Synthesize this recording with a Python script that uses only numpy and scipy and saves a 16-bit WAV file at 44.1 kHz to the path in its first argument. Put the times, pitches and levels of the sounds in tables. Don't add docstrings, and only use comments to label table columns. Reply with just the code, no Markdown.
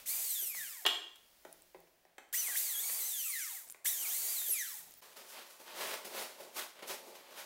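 import sys
import numpy as np
from scipy import signal
from scipy.fft import rfft, irfft, next_fast_len
from scipy.io import wavfile
from scipy.ndimage import uniform_filter1d

SR = 44100
rng = np.random.default_rng(int(sys.argv[2]) if len(sys.argv) > 2 else 0)


def master(y):
    cut = np.clip(np.atleast_2d(y).T, -1, 1)
    pcm = np.round(cut * 32767)
    wavfile.write(sys.argv[1], SR, pcm.astype(np.int16))


def convert_level_to_amplitude(level_db):
    exponent = np.asarray(level_db, float) / 20
    return 10 ** exponent


N = 328545
T = np.arange(N) / SR

# f/Hz, relative density/dB
FILM_SPECTRUM = [(47, -56), (80, -23.5), (119, -36), (166, -17.5), (309, -12), (346, -5.5), (493, -5),
                 (550, 0), (751, -6.5), (858, -2), (1340, -5), (3030, -6.5), (7870, -12), (13400, -11.5),
                 (16000, -13.5)]


def evened(x):
    return x / np.sqrt(np.mean(x ** 2) + 1e-20)


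def read(points, hz):
    f, value = np.transpose(points)
    return np.interp(np.log(hz + 1), np.log(f + 1), value)


def coloured(x, points):
    size = next_fast_len(N)
    gain = convert_level_to_amplitude(read(points, np.fft.rfftfreq(size, 1 / SR)))
    return evened(irfft(rfft(x, size) * gain, size)[:N])


def filtered(x, order, hz, kind):
    return signal.sosfilt(signal.butter(N=order, Wn=hz, btype=kind, fs=SR, output="sos"), x)


def grains(per_s, spread_db):
    clicks = rng.standard_normal(N) * (rng.random(N) < per_s / SR)
    return clicks * convert_level_to_amplitude(spread_db * np.minimum(rng.exponential(1, N), 4))


def swells(rows):
    gains = []
    for peak_s, db, rise_s, fall_s, *_ in rows:
        before = (peak_s - T) / max(rise_s, .003)
        after = (T - peak_s) / max(fall_s, .003)
        gains.append(convert_level_to_amplitude(db - 20 * np.maximum(before, after)))
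    return gains


def ring(hz, db, t60_s, rattle_s):
    t = T[:SR // 3]
    body = (convert_level_to_amplitude(db - 60 * t / t60_s) * np.sin(2 * np.pi * hz * t)).sum(0)
    chance = rng.standard_normal((2, len(t)))
    bounces = convert_level_to_amplitude(2.5 * evened(uniform_filter1d(chance[1], 200)) - 23.5 - 60 * t / 0.5)
    contact = chance[0] * (convert_level_to_amplitude(-60 * t / rattle_s) + bounces)
    sound = signal.fftconvolve(body, contact)
    return sound / abs(sound).max()


def add(mix, s, sound):
    part = mix[round(s * SR):][:len(sound)]
    part += sound[:len(part)]


def room(x):
    # f/Hz, t60/s
    decay = [(200, 0.56), (800, .5), (3000, 0.51), (8000, 0.51), (15000, 0.32)]
    taps = np.zeros(SR)
    at = np.arange(200, SR - 20, 20)
    taps[at + rng.integers(0, 20, at.shape)] = rng.choice([-1., 1.], at.shape)
    hz, t, z = signal.stft(taps, SR, nperseg=256)
    t60_s = np.maximum(read(decay, hz), .05)[:, None]
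    tail = signal.istft(z * convert_level_to_amplitude(-60 * t / t60_s), SR, nperseg=256)[1]
    return signal.fftconvolve(x, tail / np.linalg.norm(tail))[:N]


def air():
    # f/Hz, relative density/dB
    air_spectrum = [(12, -43), (20, -36.5), (81, -10), (172, -2.5), (222, -4.5), (410, 1.5), (459, -6),
                    (527, 5.5), (1440, -6), (1810, -1), (7310, -17), (14700, -18.5), (16000, -3.5)]
    return convert_level_to_amplitude(-72.5) * coloured(rng.standard_normal(N), air_spectrum)


def rumble():
    # t/s, level/dB
    rumble_course = [(0.0, -106), (0.95, -100), (1.16, -87), (1.82, -82.5), (2.14, -91), (2.6, -86),
                     (3.7, -97), (4.2, -108), (4.9, -92), (5.13, -102), (6.14, -93), (7.45, -98)]
    s, db = np.transpose(rumble_course)
    noise = coloured(rng.standard_normal(N), [(22, -13), (45, -3.5), (65, -12), (100, -37)])
    return convert_level_to_amplitude(np.interp(T, s, db)) * noise


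def rustle():
    # peak t/s, level/dB, rise per 20 dB/s, fall per 20 dB/s
    strokes = [(0.0, -52.5, .01, 0.23), (1.25, -71.5, 0.4, 1), (1.528, -65.5, 0.9, 1), (1.876, -71, 0, -2),
               (2.234, -69, -3, -4.5), (3.67, -59, -1.3, .2), (4.89, -58, 0.6, 0.5)]
    friction = coloured(rng.standard_normal(N) + .5 * grains(800, 3.0),
                        [(2000, -16.0), (5000, -14.0), (8000, -17.0), (12000, -16), (16000, -12)])
    return sum(swells(strokes)) * friction


def slaps():
    # t/s, relative level/dB, t60/s
    bursts = [(5.171, -53, 0.091), (5.809, -35, 0.13), (6.045, -46, 0.08), (6.791, -43, 0.076),
              (6.824, -39.5, 0.15), (6.895, -34.5, 0.058)]
    # f/Hz, gain/dB
    dulling = [(47, -6), (3000, 0), (6000, -7.5), (16000, -10)]
    envelope = np.zeros(N)
    for s, db, t60_s in bursts:
        add(envelope, s, convert_level_to_amplitude(db - 60 * T[:SR // 4] / max(t60_s, .01)))
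    return envelope * 0.45 * coloured(coloured(rng.standard_normal(N), FILM_SPECTRUM), dulling)


def sheet():
    # peak t/s, level/dB, rise per 20 dB/s, fall per 20 dB/s, bass re level/dB, treble re level/dB
    tugs = [(5.025, -58.5, 0.012, 0.35, -6, 0.5), (5.169, -54, 0.013, 0.19, -4, 1.5),
            (5.3, -62, 0.063, 0.31, -10, 9.5), (5.382, -49.5, 0.13, 0.13, -8, -6),
            (5.5, -60.5, 0.067, 0.25, -7, 3), (5.602, -59.5, 0.022, 0.32, -0.5, 1.5),
            (5.68, -53, 0.035, 0.69, -14, -7), (5.822, -42.5, 0.1242, 0.2, -3.5, -1),
            (5.926, -42, 0.17, 0.1, -8, -1.5), (6.051, -50.5, 0.0079, 0.1, 1, 4.5),
            (6.168, -43.5, 0.091, 0.21, -3.5, 0), (6.225, -45.5, 0.071, 0.045, -7, 1),
            (6.407, -56, 0.063, 0.21, 3, 1), (6.569, -45.5, 0.036, 0.11, -5.5, 3.5),
            (6.596, -42.5, 0.036, 0.1, -11, -0.5), (6.76, -61, 0.027, 0.89, -3, -6),
            (6.83, -51.5, 0.0078, 0.059, 4, -8), (6.88, -53, 0.019, 0.13, -6, 8),
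            (6.91, -40.5, 0.04, 0.076, -3.5, 0), (7.098, -61, 0.2, .1, 6.5, 3),
            (7.156, -54.5, 0.034, 0.094, -2, -1), (7.322, -58, 0.33, 0.6, -3.5, -3.5),
            (7.388, -48.5, 0.065, 0.13, -8.5, 0)]
    power = np.array(swells(tugs)) ** 2
    level = np.sqrt(power.sum(0))
    bass, treble = np.sqrt(convert_level_to_amplitude([row[4:] for row in tugs]).T ** 2 @ power)
    clumps = convert_level_to_amplitude(0.95 * evened(uniform_filter1d(rng.standard_normal(N), 500)))
    snaps = coloured(clumps * (rng.standard_normal(N) + 0.62 * grains(1500, 4.1)), FILM_SPECTRUM)
    low = filtered(snaps, 3, 750, "low")
    mid = filtered(snaps, 3, [750, 4500], "band")
    high = filtered(snaps, 3, 4500, "high")
    return level * evened(mid) + treble * evened(high) + bass * evened(low)


def chip_ticks():
    # t/s, relative level/dB, f/Hz
    ticks = [(1.3694, -60, 9200), (1.5275, -36, 10100), (1.6213, -44, 8300), (1.8036, -48.5, 11600),
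             (2.0512, -59, 5550), (2.2898, -58, 8950), (2.3326, -29, 15210), (2.573, -24, 11710),
             (3.679, -42, 7850), (3.6882, -40, 9130), (3.6994, -32, 7470), (3.7064, -33, 11000),
             (3.7153, -38, 8800), (3.7233, -34, 9600), (3.8486, -28, 12700), (4.9096, -42, 12600),
             (4.922, -44, 6390), (4.9394, -42, 9250)]
    out, t = np.zeros(N), T[:2000]
    for s, db, hz in ticks:
        sound = 0.84 * np.sin(2 * np.pi * hz * t) + 0.23 * np.diff(rng.standard_normal(2002), 2)
        add(out, s, convert_level_to_amplitude(db - 60 * t / 0.0063) * sound)
    return out


def small_parts(x):
    return filtered(x, 6, 330, "high")


def knocks():
    # t/s, ring level/dB, strongest f/Hz, relative crack level/dB, sway level/dB
    blows = [(0.0, -47.5, 2300, -7, -76.5), (0.422, -49.5, 365, -12, -72), (0.548, -44.5, 2092, 6, -68),
             (1.45, -37, 428, 0, -72), (1.746, -40.5, 400, -24.5, -69), (1.871, -57.5, 424, 0, -76.5),
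             (2.052, -49, 805, -20, -82.5), (2.182, -36.5, 840, 6.5, -94), (2.484, -39.5, 1898, 10.5, -84),
             (2.896, -38, 2300, 1.5, -78), (3.696, -63, 2070, -16, -97), (3.746, -47, 800, 6, -98),
             (3.86, -47, 1960, 5.5, -97), (4.417, -39.5, 2190, -12, -78), (4.489, -47, 514, -1, -82),
             (4.777, -61, 1519, 4, -74)]
    # f/Hz, level/dB
    trestle_modes = [(375, -23.5), (420, -4), (545, -7.5), (650, -1.5), (800, 3.5), (1000, 2.5),
                     (1260, -2.5), (1610, 8), (1880, 12), (2300, 13), (3650, -2), (4600, -20)]
    leg_hz, leg_t60_s = 172.8, 0.53
    hz, mode_db = np.transpose(trestle_modes)[:, :, None]
    t60_s = .018 * 1000 / hz
    out, sway, t, sway_t = np.zeros(N), np.zeros(N), T[:2000], T[:SR]
    leg = np.sin(2 * np.pi * leg_hz * sway_t) * np.minimum(sway_t / 0.023, 1)
    for s, db, centre_hz, crack_db, sway_db in blows:
        rattle_s = 0.007 * (1 + (700 / centre_hz) ** 2)
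        sound = ring(hz, mode_db - 10.3 * abs(np.log2(hz / centre_hz)), t60_s, rattle_s)
        crack = uniform_filter1d(rng.standard_normal(2000), size=9) * 0.8
        sound[:2000] += convert_level_to_amplitude(crack_db - 60 * t / 0.03) * crack
        add(out, s, convert_level_to_amplitude(db) * sound)
        add(sway, s, convert_level_to_amplitude(sway_db - 60 * sway_t / leg_t60_s) * leg)
    return small_parts(out) + sway


def clanks():
    # t/s, ring level/dB, brightness/(dB/octave)
    strikes = [(0.852, -22, -10.5), (0.8633, -15.5, 2), (1.158, -54, 6.5)]
    # f/Hz, level/dB
    steel_modes = [(550, -28), (780, -28.5), (1000, -5), (1400, -10.5), (1900, -1), (2400, -14.5),
                   (2810, -7), (2900, 0), (3220, 2.5), (3310, 8.5), (3410, -3.5), (3690, -15), (4016, -14),
                   (4958, -18), (5800, -21), (7424, -17.5), (8683, -23.5), (10140, -31), (12500, -23.5),
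                   (14800, -25.5)]
    hz, mode_db = np.transpose(steel_modes)[:, :, None]
    t60_s = .045 * np.minimum(hz / 2800, 1) ** 2
    out, t = np.zeros(N), T[:2000]
    for s, db, tilt_db in strikes:
        sound = ring(hz, mode_db + tilt_db * np.log2(hz / 3300), t60_s, 0.04)
        sound[:2000] += rng.standard_normal(2000) * convert_level_to_amplitude(3.0 * tilt_db - 17.0 - 60 * t / 0.016)
        add(out, s, convert_level_to_amplitude(db) * sound)
    return small_parts(out)


def housing(hz):
    # f/Hz, width/Hz, level/dB
    resonances = [(700, 300, -30), (2000, 610, 2), (3430, 190, 17), (4400, 2300, -44.5), (6000, 3600, 19.5),
                  (8300, 4500, -4), (12860, 3100, 21.5)]
    gain = sum(convert_level_to_amplitude(db) / np.sqrt(1 + (2 * (hz - f) / width_hz) ** 2) for f, width_hz, db in resonances)
    return gain * (hz < 16000)


def speed():
    # t/s, mesh f/Hz
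    driven_runs = [
        [(0.06, 2000), (0.078, 3750), (0.092, 4159), (0.118, 4638), (0.206, 5025), (0.25, 4645)],
        [(2.335, 1531), (2.365, 2746), (2.385, 3078), (2.409, 2982), (2.479, 2125), (2.529, 1585),
         (2.556, 1605), (2.57, 3313), (2.59, 4400), (2.61, 4946), (2.654, 4738), (2.746, 3316), (2.79, 3311),
         (2.83, 4366), (2.972, 4775), (3.03, 3915), (3.062, 4183)],
        [(3.85, 1733), (3.858, 1793), (3.874, 3593), (3.9, 3976), (3.996, 3049), (4.016, 3104), (4.07, 2125),
         (4.114, 3332), (4.16, 4326), (4.192, 4525), (4.252, 4460), (4.32, 4830), (4.358, 4370), (4.406, 3607),
         (4.44, 3672)],
    ]
    # drag time constant/s, friction as mesh f below standstill/Hz
    coasting = [(0.66, 2160), (1.43, 7980), (0.6, 3470)]
    crawl_hz = 260.2
    hz = np.zeros(N)
    for table, (drag_s, friction_hz) in zip(driven_runs, coasting):
        s, driven_hz = np.transpose(table)
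        coast_hz = (driven_hz[-1] + friction_hz) * np.exp(-np.maximum(T - s[-1], 0) / drag_s) - friction_hz
        coast_hz = .5 * (coast_hz + np.sqrt(coast_hz ** 2 + (2 * crawl_hz) ** 2))
        run_hz = np.where(T < s[-1], np.interp(T, s, driven_hz), coast_hz)
        hz = np.where(T > s[0] - .02, run_hz, hz)
    return uniform_filter1d(np.maximum(hz, 50), size=220)


def gear_whine(mesh_hz, turns, whine_db):
    # multiple of mesh, level/dB
    main_orders = [(1, 2), (2, -2), (3, -3), (1.5, -8)]
    # f/Hz, level/dB
    gearbox = [(450, -39), (720, -16.5), (1100, -21.5), (1550, -18), (1800, -8.5), (2200, -12),
               (2700, -17.5), (3300, -12), (3900, -15), (4450, -14), (4900, -19), (5400, -14), (6100, -5),
               (6900, -12.5), (8800, -6.5), (10000, -11.5), (12200, 0), (14500, -15), (16000, -33)]
    # multiple of mesh, relative level/dB
    other_orders = [(.5, -20), (2.5, -15), (3.5, -14), (4, -4), (5, -7), (6, -8), (7, -11)]
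    coarse_t, coarse_hz = T[::64], mesh_hz[::64]
    waver = uniform_filter1d(rng.standard_normal((12, 2, len(coarse_t))), 10, axis=2) * np.sqrt(10)
    slow = uniform_filter1d(rng.standard_normal((12, len(coarse_t))), size=40, axis=1) * np.sqrt(40)
    depth = np.minimum(.4 + 0.198 * np.arange(12), 1)[:, None]
    waver[:, 0] += 1.43 * slow * depth

    def tone(k, w, db):
        gain = convert_level_to_amplitude(db + np.interp(T, coarse_t, 3.13 * w[0]))
        return gain * np.cos(2 * np.pi * k * turns + np.interp(T, coarse_t, 1.2 * w[1]))

    whine = np.zeros(N)
    for (k, db), w in zip(main_orders, waver):
        whine += np.sqrt(2) * tone(k, w, whine_db + db + read(gearbox, k * mesh_hz))
    whine += 0.41 * filtered(whine, 1, [1700, 2050], "band")
    for (k, db), w in zip(other_orders, waver[4:]):
        fade = (coarse_hz / 4500) ** (1.5 if k % 1 else 1.1)
        shell = np.interp(T, coarse_t, housing(k * coarse_hz) * fade)
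        whine += shell * tone(k, w, whine_db - 17 + db)
    return whine


def brush_hiss(turns):
    # f/Hz, relative density/dB
    hiss_spectrum = [(710, -40), (1200, -22), (1460, -20), (2020, -8), (2560, -10), (3550, -7.5),
                     (5180, -7), (6800, 0.5), (8000, 1.5), (9930, -0.5), (11700, 3), (15200, 2), (16000, 0)]
    sparks = 1 + 0.18 * np.cos(2 * np.pi * turns / 12)
    return coloured(rng.standard_normal(N) * sparks + 0.2 * grains(1500, 1.4), hiss_spectrum)


def bit_chatter():
    # f/Hz, relative density/dB
    cut_spectrum = [(71, -39), (120, -21), (161, -15), (206, -17.5), (445, -0.5), (579, -6), (679, 0.5),
                    (1500, -2.5), (1950, -9.5), (3300, -120)]
    return coloured(rng.standard_normal(N) + 0.97 * grains(270, 1.3), cut_spectrum)


def trigger_whistle():
    # start t/s, end t/s, f/Hz, level/dB
    whistles = [(2.335, 2.42, 15170, -52), (3.85, 3.896, 15170, -51), (4.02, 4.121, 15470, -50),
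                (4.966, 4.997, 14800, -57)]
    out = np.zeros(N)
    for start_s, end_s, hz, db in whistles:
        t = np.arange(0, end_s - start_s, 1 / SR)
        add(out, start_s, convert_level_to_amplitude(db) * np.sin(2 * np.pi * hz * t) * signal.windows.tukey(len(t), .4))
    return out


def drill():
    # t/s, brush and fan hiss level/dB, cutting level/dB, whine re hiss/dB
    effort = [
        [(0.058, -47, -91, -7), (0.072, -40, -80, -6), (0.092, -36, -63, -5), (0.22, -36.5, -61, -7),
         (0.334, -38, -73, 0), (0.42, -42, -75, 1), (0.54, -48, -79, 2.5), (0.568, -40.5, -77, -2.5),
         (0.85, -52, -79, -4)],
        [(2.328, -39, -59, -7), (2.348, -33, -68, -4), (2.406, -38.5, -64.5, -1), (2.534, -39.5, -62, -1.5),
         (2.578, -34, -67, -1), (2.652, -36.5, -63.5, -7), (2.77, -40.5, -63.5, 6), (2.9, -37, -61, -5.5),
         (2.99, -38, -62, -4), (3.08, -39, -64, -4), (3.3, -40.5, -86, 0.5), (3.42, -41, -88, 0.5),
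         (3.574, -44, -82, -9), (3.68, -60.5, -83, 8)],
        [(3.845, -48.5, -64, -18), (3.859, -31, -61.5, -2.5), (3.943, -40, -66.5, -0.5), (4.07, -38.5, -59, -1),
         (4.165, -36, -63, -4.5), (4.23, -38, -61, 0), (4.3, -35.5, -59, -7), (4.392, -39, -65, -2),
         (4.6, -40.5, -80, -0.5), (4.786, -47, -79, -7.5), (4.92, -71, -80, 15)],
    ]
    rows = np.concatenate(effort)
    hiss_db, cut_db, whine_db = [np.interp(T, rows[:, 0], column) for column in rows[:, 1:].T]
    gate = sum((T >= run[0][0]) & (T < run[-1][0]) for run in effort) * 1.
    gate = uniform_filter1d(gate, round(0.0025 * SR))
    mesh_hz = speed()
    turns = np.cumsum(mesh_hz) / SR
    whine = gear_whine(mesh_hz, turns, hiss_db + whine_db)
    sound = convert_level_to_amplitude(hiss_db) * brush_hiss(turns) + whine + convert_level_to_amplitude(cut_db) * bit_chatter()
    return gate * sound + trigger_whistle()


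def scene():
    tool, hits, ticks, film = drill(), clanks() + knocks(), chip_ticks(), sheet() + slaps()
    wet = room(convert_level_to_amplitude(-9.0) * (tool + .5 * ticks) + convert_level_to_amplitude(-3.5) * hits + convert_level_to_amplitude(-9.0) * film)
    near = filtered(tool + hits + ticks + film + wet, 2, 70, "high")
    mix = near + rustle() + air() + rumble()
    mix *= np.clip(abs(T - 5.011) / 0.004 - .3, .15, 1)
    return np.array([mix, mix])


def top_cut(x):
    return signal.sosfilt(signal.butter(12, 16820, fs=SR, output="sos"), x)


def record(dry):
    edge = signal.firwin(401, 15830, window=("kaiser", 4), fs=SR)
    mix = signal.oaconvolve(dry, edge[None], "same")
    return top_cut(mix)


dry = scene()
out = record(dry)
master(out)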